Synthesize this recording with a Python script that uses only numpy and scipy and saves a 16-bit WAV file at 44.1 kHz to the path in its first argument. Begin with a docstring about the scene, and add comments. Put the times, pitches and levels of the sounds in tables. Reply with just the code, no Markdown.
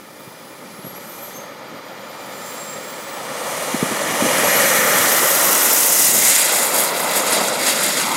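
"""Model jet take-off

A model jet spools up on an asphalt runway, rolls past a few metres away and flies off.
The compressor whistles at a pitch set by shaft speed; the exhaust is bands of noise that roar, rush and hiss.
The exhaust colour turns as the jet goes by, moving air makes it swell and flutter, and the runway
adds a late, dull copy. Breeze and puffs of wind, made of noise and slowing swings, thump on a mono microphone."""
import sys
import numpy as np
from scipy import signal
from scipy.fft import rfft, irfft
from scipy.io import wavfile
from scipy.ndimage import uniform_filter1d

SR = 44100
rng = np.random.default_rng(int(sys.argv[2]) if len(sys.argv) > 2 else 0)


def pcm_store(signal):
    """Save signal as 16-bit PCM."""
    levels = np.round(np.clip(np.atleast_2d(signal), -1, 1) * 32767)
    wavfile.write(sys.argv[1], SR, levels.astype(np.int16).T)


N = 359856
TIME = np.arange(N) / SR  # s
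FREQ = np.maximum(np.arange(N // 2 + 1) * SR / N, 1)  # Hz
TOP_HZ = 15750  # upper edge of the sound
ABEAM_M = 6.03  # distance from the microphone as the jet passes


def undb(db):
    """Decibels to gain."""
    return 10 ** (np.asarray(db) / 20)


def curves(table):
    """Each column of a table after the time as a value per sample."""
    s, *columns = np.transpose(table)
    return [np.interp(TIME, s, column) for column in columns]


def bumps(x, table):
    """Sum of bell curves in dB, one for each row (centre, width, dB)."""
    return sum(db * np.exp(-2 * ((x - centre) / width) ** 2) for centre, width, db in table)


def unit(x):
    """Scale to rms 1."""
    return x / np.std(x)


def filtered(x, gain):
    """Apply a gain at each frequency."""
    return irfft(rfft(x) * gain, N)


def noise(gain):
    """Noise with the given gain at each frequency."""
    return filtered(rng.standard_normal(N), gain)


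def band(lo_hz, hi_hz, order=6):
    """Gain of a band-pass with smooth edges."""
    low_edge = 1 + (lo_hz / FREQ) ** (2 * order)
    high_edge = 1 + (FREQ / hi_hz) ** (2 * order)
    return (low_edge * high_edge) ** -.5


def walk(rate_hz):
    """Smooth random curve of spread 1 that changes about rate_hz times a second."""
    return unit(noise(band(rate_hz / 10, rate_hz, order=2)))


def colour(points, ripple):
    """Gain of a broad spectrum with narrow peaks and dips on it."""
    hz, db = np.transpose(points)
    return undb(np.interp(np.log(FREQ), np.log(hz), db) + bumps(FREQ, ripple))


def breeze(rumble_db=-3, deep_db=-4.0, gust_db=1.0):
    """A steady wind rumble and a deeper buffeting, rising and falling together with the gusts."""
    # rumble and deep buffeting, before their trims: (t/s, rumble level/dB, buffet level/dB)
    breeze_levels = [(0, -44.5, -66.5), (1, -40.5, -69), (3.6, -39, -70), (4.3, -27.5, -52),
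                     (4.7, -37, -52), (5.6, -46, -69), (5.95, -34, -67), (6.15, -23, -47), (6.5, -38, -62),
                     (8.16, -32, -69)]
    breeze_db, buffet_db = curves(breeze_levels)
    gusts_db = gust_db * walk(4.8)
    rumble = unit(noise(band(155, 344, order=3))) * undb(breeze_db + rumble_db + gusts_db)
    buffet = unit(noise(band(45, 110, order=2))) * undb(buffet_db + deep_db + gusts_db)
    return rumble + buffet


def wind_puffs(puff_db=1.0, sag=0.94, wake_db=-16, wake_s=0.025):
    """Each puff is a pressure swing that slows as it dies and leaves a rough wake."""
    # wind puffs, level before trim and port: (t/s, level/dB, nominal pitch f/Hz, rise/ms)
    puff_table = [(0.274, -32, 166, 4), (0.788, -30, 196, 4), (0.843, -28, 183, 4.6),
                  (0.865, -28.5, 170, 5.3), (2.755, -29, 182, 6), (3.742, -12, 235, 3.9),
                  (3.826, -7, 219, 3), (3.906, -25, 250, 13), (4.222, -7, 230, 3), (4.241, -14.5, 271, 5.2),
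                  (4.258, -15, 320, 3.7), (4.785, -15, 202, 5.1), (4.995, -27, 110, 7),
                  (6.085, -26, 130, 5.4), (6.19, -34, 110, 12)]
    ragged_per_ms = .075  # share of small eddies in a puff, per ms of its rise
    turmoil = unit(noise(band(130, 590, order=3)))
    wake = unit(noise(band(100, 380, order=2))) * undb(wake_db)
    puffs = 0
    for s, db, hz, rise_ms in puff_table:
        since, rise_s = np.maximum(TIME - s, 0), rise_ms / 1000
        age = since / rise_s  # in rise times
        swell = age ** 2 * np.exp(2 * (1 - age))
        cycles = hz * rise_s * (0.58 * age + sag * np.log1p(age))  # pitch falls with age
        swing = swell * (np.sin(2 * np.pi * cycles) + ragged_per_ms * rise_ms * turmoil)
        trail = wake * np.minimum(age, 1) * np.exp(-since / wake_s)
        puffs = puffs + undb(db + puff_db) * (swing + trail)
    # the small port passes little of the deepest swings
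    return filtered(puffs, band(105, TOP_HZ, order=2))


def wind():
    """Breeze and puffs on the microphone port, with the deepest bass removed."""
    low_cut = signal.butter(2, 90, "high", fs=SR, output="sos")
    return signal.sosfilt(low_cut, breeze() + wind_puffs())


def runway(x, dull_hz=1500, bright=0.15):
    """The rough ground adds a late, dull copy; its notches slide as the lag changes."""
    # extra path of the reflection: (t/s, lag/ms, strength 0-1)
    bounce = [(4, .26, 0.27), (4.7, 0.49, 0.4), (6.2, 0.82, 0.01), (7.3, 0.35, 0), (7.55, 0.2, 0.5),
              (7.7, 0.68, 0.1), (7.95, 0.51, 0.4), (8.06, 0.9, 0.6)]
    lag_ms, strength = curves(bounce)
    mirrored = filtered(x, bright + (1 - bright) * band(1, dull_hz, order=3))
    return x + strength * np.interp(TIME - lag_ms / 1000, TIME, mirrored)


def nearby(x):
    """Things close to the microphone scatter the treble for a few milliseconds: a fine, fixed grain."""
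    scatter = noise(band(2500, 16000, order=2)) * np.exp(-TIME / .008)
    scatter = .12 * scatter / np.linalg.norm(scatter)
    return x + signal.fftconvolve(x, scatter[:SR // 20])[:N]


def swells():
    """Gain in dB that the moving air gives to treble and midrange, before each user's share."""
    # swells and fades, slow at first, quick behind the jet: (t/s, length/s, treble/dB, midrange/dB)
    swell_table = [(0.24, .12, 1, .5), (1.202, 0.28, 3.5, -1), (1.559, 0.24, -5.5, -0.5),
                   (1.9, 0.5, -8, -1), (2.52, 0.14, 3, 0.2), (3.535, 0.2, 3, 0.5), (4.027, 0.26, -3, -1),
                   (4.867, 0.14, -1.5, -1.5), (5.842, 0.034, 0.5, 1.5), (6.058, 0.11, 2, 4),
                   (6.13, 0.018, -1.5, -1), (6.492, 0.035, -4, 1.5), (6.712, 0.053, -3.5, -3),
                   (6.785, 0.047, 2.5, 0), (6.925, 0.064, -8.5, -0.5), (7.058, 0.11, -6, -1.5),
                   (7.175, 0.037, 6.5, 1), (7.238, 0.051, -3, -3.5), (7.334, 0.049, 5, 1.5),
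                   (7.474, 0.033, 6, -1.5), (7.555, 0.16, -3.5, -3), (7.688, 0.056, 9, 5.5),
                   (7.845, 0.092, 4.5, 1.5), (7.99, 0.092, 3.5, 2.5)]
    s, length, *heights = np.transpose(swell_table)
    return [bumps(TIME, zip(s, length, height)) for height in heights]


def moving_air(x):
    """Moving air disturbs short waves most: each band swells and flutters, partly on its own."""
    # bands and their part in each swell: (f/Hz, share of treble swell, share of midrange swell)
    air = [(1000, 0.019, 0.3), (1900, 0.054, 0.58), (3200, 0.14, 1), (5000, 0.29, 0.99), (7000, 0.89, 0.19),
           (9800, 1.09, 0.086), (14000, 1.16, 0)]
    flutter_db, flutter_hz = 2.1, 32  # base depth, scaled by time and band below; rate
    treble_db, midrange_db = swells()
    centres = np.log([row[0] for row in air])
    # deeper behind the hot jet
    depth_db = flutter_db * np.interp(TIME, [5.5, 6.8], [.45, 1])
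    spectrum, shared, out = rfft(x), walk(flutter_hz), 0
    for (hz, treble, midrange), own in zip(air, np.eye(len(air))):
        # neighbouring bands cross-fade
        part = irfft(spectrum * np.interp(np.log(FREQ), centres, own), N)
        flutter = depth_db * np.sqrt(hz / TOP_HZ) * (walk(flutter_hz) + .5 * shared)
        swell = treble * treble_db + midrange * midrange_db
        out = out + part * undb(swell + flutter)
    return out


def takeoff():
    """Distance (m) and angle off the nose (degrees) of the microphone: standstill, then even acceleration."""
    roll_s, pass_s, accel_m_s2 = 2.825, 5.679, 4.97
    rolled_s2 = np.maximum(TIME - roll_s, 0) ** 2
    along = accel_m_s2 / 2 * (rolled_s2 - (pass_s - roll_s) ** 2)
    return np.hypot(along, ABEAM_M), np.degrees(np.arctan2(ABEAM_M, -along))


def shaft():
    """Shaft speed as compressor pitch in Hz; the rotor's inertia rounds every change."""
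    # spool-up before rounding, throttle opening fully at about 3 s: (t/s, compressor tone f/Hz)
    spool = [(0, 4708), (.6, 5347), (1.35, 6318), (1.57, 6560), (2.05, 7045), (2.6, 7445), (2.93, 7600),
             (3.17, 7850), (3.6, 9280), (4.15, 10465), (4.58, 11745), (5, 12240), (5.34, 12410)]
    inertia_s = .14
    return uniform_filter1d(curves(spool)[0], int(inertia_s * SR), mode="nearest")


def levels():
    """Base level in dB of each engine voice, from shaft speed, distance and angle."""
    # radiation at full speed and passing distance:
    # (angle off the nose/degrees, roar/dB, rush/dB, hiss/dB, sheen/dB, whistle/dB)
    beam_table = [(16.13, -14, -15.5, -21, -31.5, -19.5), (19.3, -13, -11.5, -12.5, -39, -21.5),
                  (26.5, -9.5, -9, -10.5, -23, -24), (48, -15, -17, -13.5, -18.5, -28.5),
                  (90, -18, -20, -14, -18.5, -37), (135.4, -20.5, -20, -9, -14.5, -48),
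                  (149.7, -13, -7.5, -2.5, -11.5, -70), (165.9, -8, -10, -8.5, -8, -70),
                  (169.4, -5, -6, -8.5, -21, -70), (170.2, -7, -6.5, -8.5, -17.5, -70)]
    # roar of the large eddies, rush of the smaller ones, hiss at the nozzle, sheen at the very top,
    # compressor whistle: {voice: gain per doubling of shaft speed/dB}
    voices = {"roar": 15.73, "rush": 14.4, "hiss": 16.4, "sheen": 6.7, "whistle": 25.7}
    full_hz = 12400  # compressor tone at full speed
    distance, angle = takeoff()
    degrees, *beams = np.transpose(beam_table)
    octaves = np.log2(shaft() / full_hz)
    spread_db = 20 * np.log10(distance / ABEAM_M)
    return {name: np.interp(angle, degrees, beam) + growth_db * octaves - spread_db
            for (name, growth_db), beam in zip(voices.items(), beams)}


def eddies(lo_hz, hi_hz):
    """One size range of jet turbulence as noise whose colour turns from ahead over abeam to behind."""
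    # relative exhaust spectrum heard from each side: (f/Hz, density level/dB)
    ahead = [(40, -61), (110, -16), (180, -6), (400, -7), (800, 0.0), (1400, 1), (2300, -4), (3500, -10),
             (5000, -12), (6500, -12), (11700, -14.5), (12700, -17.5), (15300, -17)]
    abeam = [(40, -58.6), (110, -22), (180, -5), (400, 0), (700, 3.5), (1400, -0.9), (2600, 2.5),
             (4300, 0.5), (6000, -0.8), (7200, -2.5), (12000, -5), (15300, -7.1)]
    behind = [(40, -62.3), (110, -30.5), (180, -6), (400, -6), (700, -1), (1400, 3), (2600, -5.5),
              (4600, -4), (5900, -11.5), (7000, -5.5), (11700, -11.5), (12700, -16.5), (15300, -19.5)]
    # peaks and dips of the path to the microphone at each stage: (f/Hz, width/Hz, level/dB)
    ripple_start = [(538, 160, 11), (880, 130, 3.5), (1253, 110, 4.5), (1566, 170, -6.5), (2395, 60, 7),
                    (2660, 430, -6.5), (3840, 86, -6), (4390, 78, -10), (4660, 130, 3), (5560, 158, -4),
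                    (9500, 107, 0), (10000, 107, 7)]
    ripple_ahead = [(538, 142, 10.5), (890, 110, 2), (1214, 130, 3), (1544, 210, -5.5), (1880, 140, 3),
                    (2650, 150, -8), (3870, 300, -2.5), (4490, 120, -15), (4570, 143, 6.5), (4750, 110, -8),
                    (5260, 120, -9), (5760, 53, -3), (6060, 200, 4), (9500, 100, 0)]
    ripple_abeam = [(557, 120, 4.5), (1390, 130, 3), (1670, 200, 0), (1990, 280, 9), (4450, 150, -4)]
    ripple_behind = [(548, 160, 7), (1146, 160, -4.5), (1610, 460, -5.5), (2050, 220, 4.5),
                     (2994, 140, -7.5), (4420, 250, -7), (4620, 210, 3), (4870, 120, -2), (6280, 180, -3),
                     (6400, 170, 2)]
    # 0 start line, 1 ahead, 2 abeam, 3 behind
    aspect = np.interp(TIME, [2.9, 3.6, 4.8, 5.55, 6.02, 6.4], [0, 1, 1, 2, 2, 3])
    sides = [colour(ahead, ripple_start), colour(ahead, ripple_ahead),
             colour(abeam, ripple_abeam), colour(behind, ripple_behind)]
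    out = 0
    for k, side in enumerate(sides):
        share = np.sqrt(np.maximum(1 - abs(aspect - k), 0))  # equal-power cross-fade
        out = out + share * unit(noise(side * band(lo_hz, hi_hz)))
    return out


def exhaust(db, crackle_db=1.0):
    """Turbulence as roar, rush, hiss and sheen; the treble crackles, most of all from behind."""
    # the low roar surges and sags: (t/s, length/s, level/dB)
    surges = [(4.45, 0.1, 1.5), (5.504, 0.026, 3.5), (6.345, 0.14, -3), (6.623, 0.41, 1.2),
              (6.76, 0.078, 2.5), (7.076, 0.06, 3), (7.4, 0.039, 2), (8.142, 0.065, 3.5)]
    # extra fuel while the rotor speeds up: dB per doubling of shaft speed per second
    fuel_roar_db, fuel_rush_db = 6, 0.8
    spool_up = np.gradient(np.log2(shaft())) * SR  # doublings per second
    crackle_depth_db = crackle_db * np.interp(TIME, [4, 6], [.5, 1.1])
    roar_db = db["roar"] + fuel_roar_db * spool_up + bumps(TIME, surges) + 0.78 * walk(21)
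    roar = eddies(40, 1490) * undb(roar_db)
    rush = eddies(1430, 6250) * undb(db["rush"] + fuel_rush_db * spool_up)
    hiss = eddies(6090, 13200) * undb(db["hiss"] + crackle_depth_db * walk(180))
    sheen = eddies(11000, 15400) * undb(db["sheen"] + 2.4 * crackle_depth_db * walk(250))
    return roar + rush + hiss + sheen


def compressor(db, skirt_db=-12.0, skirt_hz=450, smear_hz=430, whine_db=-0.5):
    """An unsteady whistle with two overtones; turbulence makes each twinkle and gives it a noisy skirt."""
    # flares where a partial sweeps through an intake duct resonance: (f/Hz, width/Hz, level/dB)
    intake = [(6350, 130, 17), (7450, 260, 10), (9970, 110, 8), (11250, 600, 3.5), (11900, 1100, 8),
              (12440, 300, 4.5), (15100, 1000, -5)]
    # relative level of the whistle and its two overtones: (level/dB)
    partials_db = [-1.5, 4, 6]
    # the whistle as a band of noise while the intake goes by: (t/s, strength 0-1)
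    smear_table = [(5.45, 0), (5.7, 1), (5.86, .9), (5.92, 0)]
    smear_db, smear_centre_hz = -21.5, 12780
    twinkle_db, twinkle_hz = 3.1, 14  # depth and rate of the flicker
    wobble, wobble_thrust = .0009, .0016  # relative pitch unsteadiness, and what full thrust adds
    hz = shaft()
    # towards full thrust the air at the intake grows rougher
    thrust = np.interp(TIME, [3, 4.3], [0, 1])
    unsteady_hz = hz * (1 + (wobble + wobble_thrust * thrust) * walk(71))
    phase = 2 * np.pi * np.cumsum(unsteady_hz) / SR
    # the intake points forward: abeam the tone smears into noise, then the fuselage hides it
    clear = np.interp(TIME, [5.8, 5.98], [1, 0])
    smear = curves(smear_table)[0]
    turn = 2 * np.pi * smear_centre_hz * TIME
    smeared = walk(smear_hz) * np.sin(turn) + walk(smear_hz) * np.cos(turn)
    out = smear * undb(smear_db) * smeared
    whistle_db = db["whistle"] + whine_db + 0.86 * swells()[0]
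    for k, partial_db in enumerate(partials_db, 1):
        skirt = undb(skirt_db) * (1 + thrust) * walk(skirt_hz) * np.cos(k * phase)
        tone = np.sin(k * phase) + skirt
        flare_db = bumps(k * hz, intake)
        strength = undb(whistle_db + partial_db + flare_db + twinkle_db * walk(twinkle_hz))
        audible = k * hz < TOP_HZ + 500
        out = out + np.sqrt(2) * tone * clear * strength * audible
    return out


def scene():
    """The jet over the runway and the wind, the same in both channels."""
    db = levels()
    jet = moving_air(exhaust(db)) + compressor(db)
    mono = wind() + runway(nearby(jet))
    return np.array([mono, mono])


def record(dry):
    """Gain control turns loud passages down; the highest peaks are rounded and the top cut steeply."""
    agc_db, agc_ratio, agc_s = -15.5, 5.5, 0.26  # soft threshold, compression ratio, averaging time
    keep = np.exp(-1 / (agc_s * SR))
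    loudness = np.sqrt(signal.lfilter([1 - keep], [1, -keep], dry[0] ** 2))
    excess = loudness / undb(agc_db)
    held = dry * (1 + excess ** 4) ** ((1 / agc_ratio - 1) / 4)
    rounded = held / (1 + (held / .85) ** 6) ** (1 / 6)
    top_cut = signal.ellip(12, .1, 80, TOP_HZ, fs=SR, output="sos")
    return signal.sosfilt(top_cut, rounded)


dry = scene()
out = record(dry)
pcm_store(out)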